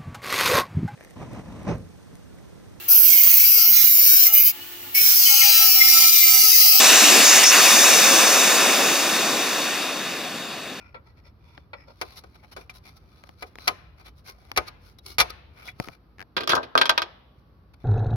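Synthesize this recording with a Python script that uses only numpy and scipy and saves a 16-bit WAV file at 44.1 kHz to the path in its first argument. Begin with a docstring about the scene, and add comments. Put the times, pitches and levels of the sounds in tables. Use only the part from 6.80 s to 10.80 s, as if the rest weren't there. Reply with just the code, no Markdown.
"""A jet of air rushes out of the valve of an inflatable raft, close by.
At first a finger turning the valve button deflects the jet into brief whistly hisses and a low buffeting.
Then the jet blows freely, with a fuzzy whistle at the valve seat, and weakens as the pressure falls:
the treble dies first, the low rush last. Each source is a map of loudness over pitch and time;
together the maps shape one stereo noise, which echoes faintly off the raft and the room."""
import sys
import numpy as np
from scipy import signal
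from scipy.io import wavfile
from scipy.ndimage import uniform_filter1d

SR = 44100
rng = np.random.default_rng(int(sys.argv[2]) if len(sys.argv) > 2 else 0)


def dump_mix(stems):
    """Bounce the given channels to the path in sys.argv[1] as a 16-bit WAV at rate SR."""
    frames = np.atleast_2d(stems).T  # one column per channel
    limited = np.clip(frames, -1, 1)  # hard clip at full scale
    pcm = np.round(limited * 32767).astype(np.int16)
    wavfile.write(sys.argv[1], SR, pcm)


N = 176400
FRAME, HOP = 1024, 256  # samples in one slice of sound, and from one slice to the next
FINGER_OFF_S, HAND_EDGE_S = 0.97, 0.01  # when the finger leaves, and how fast the hand acts

# Strength of the jet as the raft empties: t/s, level/dB
FLOW = [(0, 1), (.45, 0.6), (.8, 1.4), (1, 1), (1.2, 0), (1.5, -1.1), (2, -4.5), (2.35, -6.5), (2.55, -8.5),
        (2.8, -9.5), (3.15, -14), (3.5, -16.5), (4, -22)]


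def amp(db):
    """Turns decibels into a gain."""
    return 10 ** (np.asarray(db) / 20)


def unit_rms(x):
    """Scales a signal or a spectrum to an average power of one."""
    return x / np.sqrt(np.mean(x ** 2) + 1e-20)


def grid():
    """The axes of a map: times as a row, frequencies as a column."""
    return np.arange(N // HOP + 2)[None] * HOP / SR, np.fft.rfftfreq(FRAME, 1 / SR)[:, None]


def look_up(table, hz):
    """Reads a table's columns at any frequency, blending between rows on a log scale."""
    row_hz, *columns = np.transpose(table)
    return [np.interp(np.log(hz + 1), np.log(row_hz + 1), column) for column in columns]


def gate(t, start, end, edge):
    """One between start and end, zero outside, with soft edges."""
    return (np.tanh(2 * (t - start) / edge) - np.tanh(2 * (t - end) / edge)) / 2


def reflections(sound):
    """Weak echoes from the raft's tubes and the room give the tone a fine, steady ripple."""
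    echo_db, fade_60db_s = -17.5, 0.15
    t = np.arange(SR // 8) / SR
    echoes = rng.standard_normal(t.size) * (rng.random(t.size) < .03)
    echoes *= amp(-60 * t / fade_60db_s) * (t > .003)
    response = amp(echo_db) * echoes / np.linalg.norm(echoes) + (t == 0)  # echoes plus direct sound
    return signal.fftconvolve(sound, response[None] / np.linalg.norm(response), axes=1)[:, :N]


def air_noise(gain_map):
    """Noise shaped by a map, slightly different left and right."""
    # Stereo image by pitch: f/Hz, left minus right/dB, likeness/0-1, left lead/rad
    stereo_image = [(150, 2, .99, -.03), (450, 2.6, .985, -.1), (680, 4.6, .97, -.36), (870, .7, .95, -.37),
                    (1100, 1.7, .97, -.18), (1310, 0, 1, 0), (2250, 0, 1, 0), (2600, -.8, .95, .45),
                    (2900, 0, .88, .5), (3170, 0, .35, 1.2), (3320, 8, .6, .05), (3720, 3.2, .95, -.1),
                    (3950, 4.3, .8, -.2), (4080, 2, .6, -.35), (4300, 0, 1, 0), (4600, .3, .98, 0),
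                    (4850, 3, .84, -.35), (5200, 0, .84, -.85), (5800, .7, .88, -1.24),
                    (7000, .2, .89, -1.3), (9700, 0, .64, -1.3), (11500, 0, .82, -1.36),
                    (12700, 0, .62, -1.43), (14300, 0, .79, -1.56), (15700, 0, .62, -1.7)]
    t, hz = grid()
    white = rng.standard_normal((2, (t.size - 1) * HOP))
    left, unrelated = signal.stft(white, nperseg=FRAME, noverlap=FRAME - HOP)[2]
    balance_db, likeness, lead = look_up(stereo_image, hz)
    likeness = np.clip(likeness, 0, 1)
    right_gain = amp(-balance_db)
    blend = likeness * left + np.sqrt(1 - likeness ** 2) * unrelated
    right = blend * np.exp(-1j * lead) * right_gain
    pair = np.array([left, right]) * gain_map / np.sqrt((1 + right_gain ** 2) / 2)
    return signal.istft(pair, nperseg=FRAME, noverlap=FRAME - HOP)[1][:, :N]


def seat_whistle():
    """The valve seat whistles once the finger is off, fading quickly as the flow drops."""
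    centre_hz, width_hz = 6120, 330
    t, hz = grid()
    flow_db = np.minimum(np.interp(t, *np.transpose(FLOW)), 0)
    ring = unit_rms(1 / (1 + (2 * (hz - centre_hz) / width_hz) ** 2))
    opened = (1 + np.tanh((t - FINGER_OFF_S) / HAND_EDGE_S)) / 2
    return amp(-24.5 + 2.8 * flow_db) * ring * opened


def finger_gap():
    """Deflected air rings in the gap at the fingertip, coming and going as the finger shifts."""
    # Short hisses and low buffets: start/s, end/s, centre/Hz, width/Hz, level/dB
    deflections = [(-.05, .33, 3950, 700, -25), (-.05, .45, 7500, 1400, -23.5),
                   (-.05, .46, 11900, 1700, -32), (-.05, 0.479, 2280, 1800, -25),
                   (-.05, .8, 4450, 1300, -28), (.085, 0.17, 2780, 600, -20.5), (.235, 0.3, 2880, 650, -21),
                   (.21, .44, 262, 109, -29), (.31, 0.4, 383, 130, -26.5), (.445, .515, 6400, 1530, -17.5),
                   (.5, 0.66, 2340, 1540, -19.5), (.52, 0.595, 6480, 2200, -17),
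                   (.51, 0.55, 9600, 900, -33), (.637, .715, 5580, 900, -15),
                   (.655, 0.71, 6300, 1300, -15.5), (.712, 0.75, 2680, 497, -17.5),
                   (.712, 0.81, 1790, 1530, -19)]
    t, hz = grid()
    power = 0
    for start, end, centre, width, db in deflections:
        ring = unit_rms(1 / (1 + (2 * (hz - centre) / width) ** 4))
        power += (amp(db) * ring * gate(t, start, end, edge=0.0056)) ** 2
    return np.sqrt(power)


def turbulence(bands, slices):
    """Swirling air: a random map, smoothed over so many frequency bands and time slices."""
    t, hz = grid()
    swirl = rng.standard_normal((hz.size, t.size))
    for axis, span in [(0, bands), (1, slices)] * 2:
        swirl = uniform_filter1d(swirl, span, axis, mode="wrap")
    return unit_rms(swirl)


def air_jet():
    """The turbulent jet hisses, dulls as the flow drops, and is less steady with the finger in it."""
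    # Tone of the jet, with the resonances of the valve body: f/Hz, level/dB
    colour = [(45, -20), (100, -18.5), (150, -10), (200, -2.5), (260, -2.1), (340, -4), (520, -2.5),
              (720, 1.3), (860, -5), (1130, -1), (1400, -4.5), (1600, -3.5), (1800, -1.5), (2080, -5.5),
              (2380, -1), (2560, 2.4), (2760, -0.4), (2950, -4), (3170, -8.5), (3380, -3), (3650, 0.6),
              (3880, -2), (4100, -13), (4300, -4.5), (4500, -4), (4800, -4.5), (5150, -1.5), (5330, -4),
              (5500, -1), (6250, -0.5), (6650, -3), (7100, -1), (7400, -6.5), (7900, -6), (8200, -8.5),
              (8800, -6.5), (9600, -12.5), (10700, -10.5), (11150, -12), (11600, -9), (12750, -14),
              (13100, -13), (14500, -11), (15300, -12.5), (15700, -19)]
    # How each pitch follows the flow: f/Hz, slope/(dB per dB of flow), flow where it levels off/dB
    follow = [(100, -0.2, 2.5), (244, 0.63, -5), (450, 0.87, -2), (780, 0.97, 0), (1400, 1, -2.5),
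              (3700, 0.94, 3), (4500, 0.94, 3), (5700, 1.47, 3), (7900, 1.39, 3), (15000, 1.37, 1)]
    # The hand gets in the jet's way: start/s, end/s, treble change/dB, low rush change/dB
    covers = [(-.05, .46, 0.3, -2.5), (0.458, 0.53, -0.5, -3.8), (.515, 0.61, -.3, -1),
              (.585, .648, -1, -3), (0.646, .712, -4, -8), (.712, 0.824, -1.5, -2.5), (.82, 1, 0, -2)]
    jet_db, rush_top_hz = -13, 940
    t, hz = grid()
    flow_db = np.interp(t, *np.transpose(FLOW))
    slope, full_db = look_up(follow, hz)
    level_db = jet_db + slope * (np.minimum(flow_db, full_db) - np.minimum(full_db, 0))
    low_share = 1 / (1 + (hz / rush_top_hz) ** 4)
    for start, end, treble_db, low_db in covers:
        shade_db = (1 - low_share) * treble_db + low_share * low_db
        level_db += shade_db * gate(t, start, end, HAND_EDGE_S)
    eddies_db = np.where(t < FINGER_OFF_S, 1, 0.86) * turbulence(bands=12, slices=12)
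    flutter_db = -0.05 * unit_rms(turbulence(bands=1, slices=8)[0])  # all pitches waver together
    tone = unit_rms(amp(look_up(colour, hz)[0]))
    return amp(level_db + eddies_db + flutter_db) * tone


def scene():
    """Whistle, deflected air and jet come from one spot, so their powers add into one noise."""
    power = seat_whistle() ** 2 + finger_gap() ** 2 + air_jet() ** 2
    return reflections(air_noise(np.sqrt(power)))


def record(dry):
    """The bass is thinned and the highest treble is cut off."""
    low_cut_hz, high_cut_hz = 230, 15850
    thin = signal.sosfilt(signal.butter(2, low_cut_hz, "high", fs=SR, output="sos"), dry)
    treble_cut = signal.firwin(611, high_cut_hz, window=("kaiser", 11), fs=SR)
    return signal.oaconvolve(thin, treble_cut[None], "same")


dry = scene()
out = record(dry)
dump_mix(out)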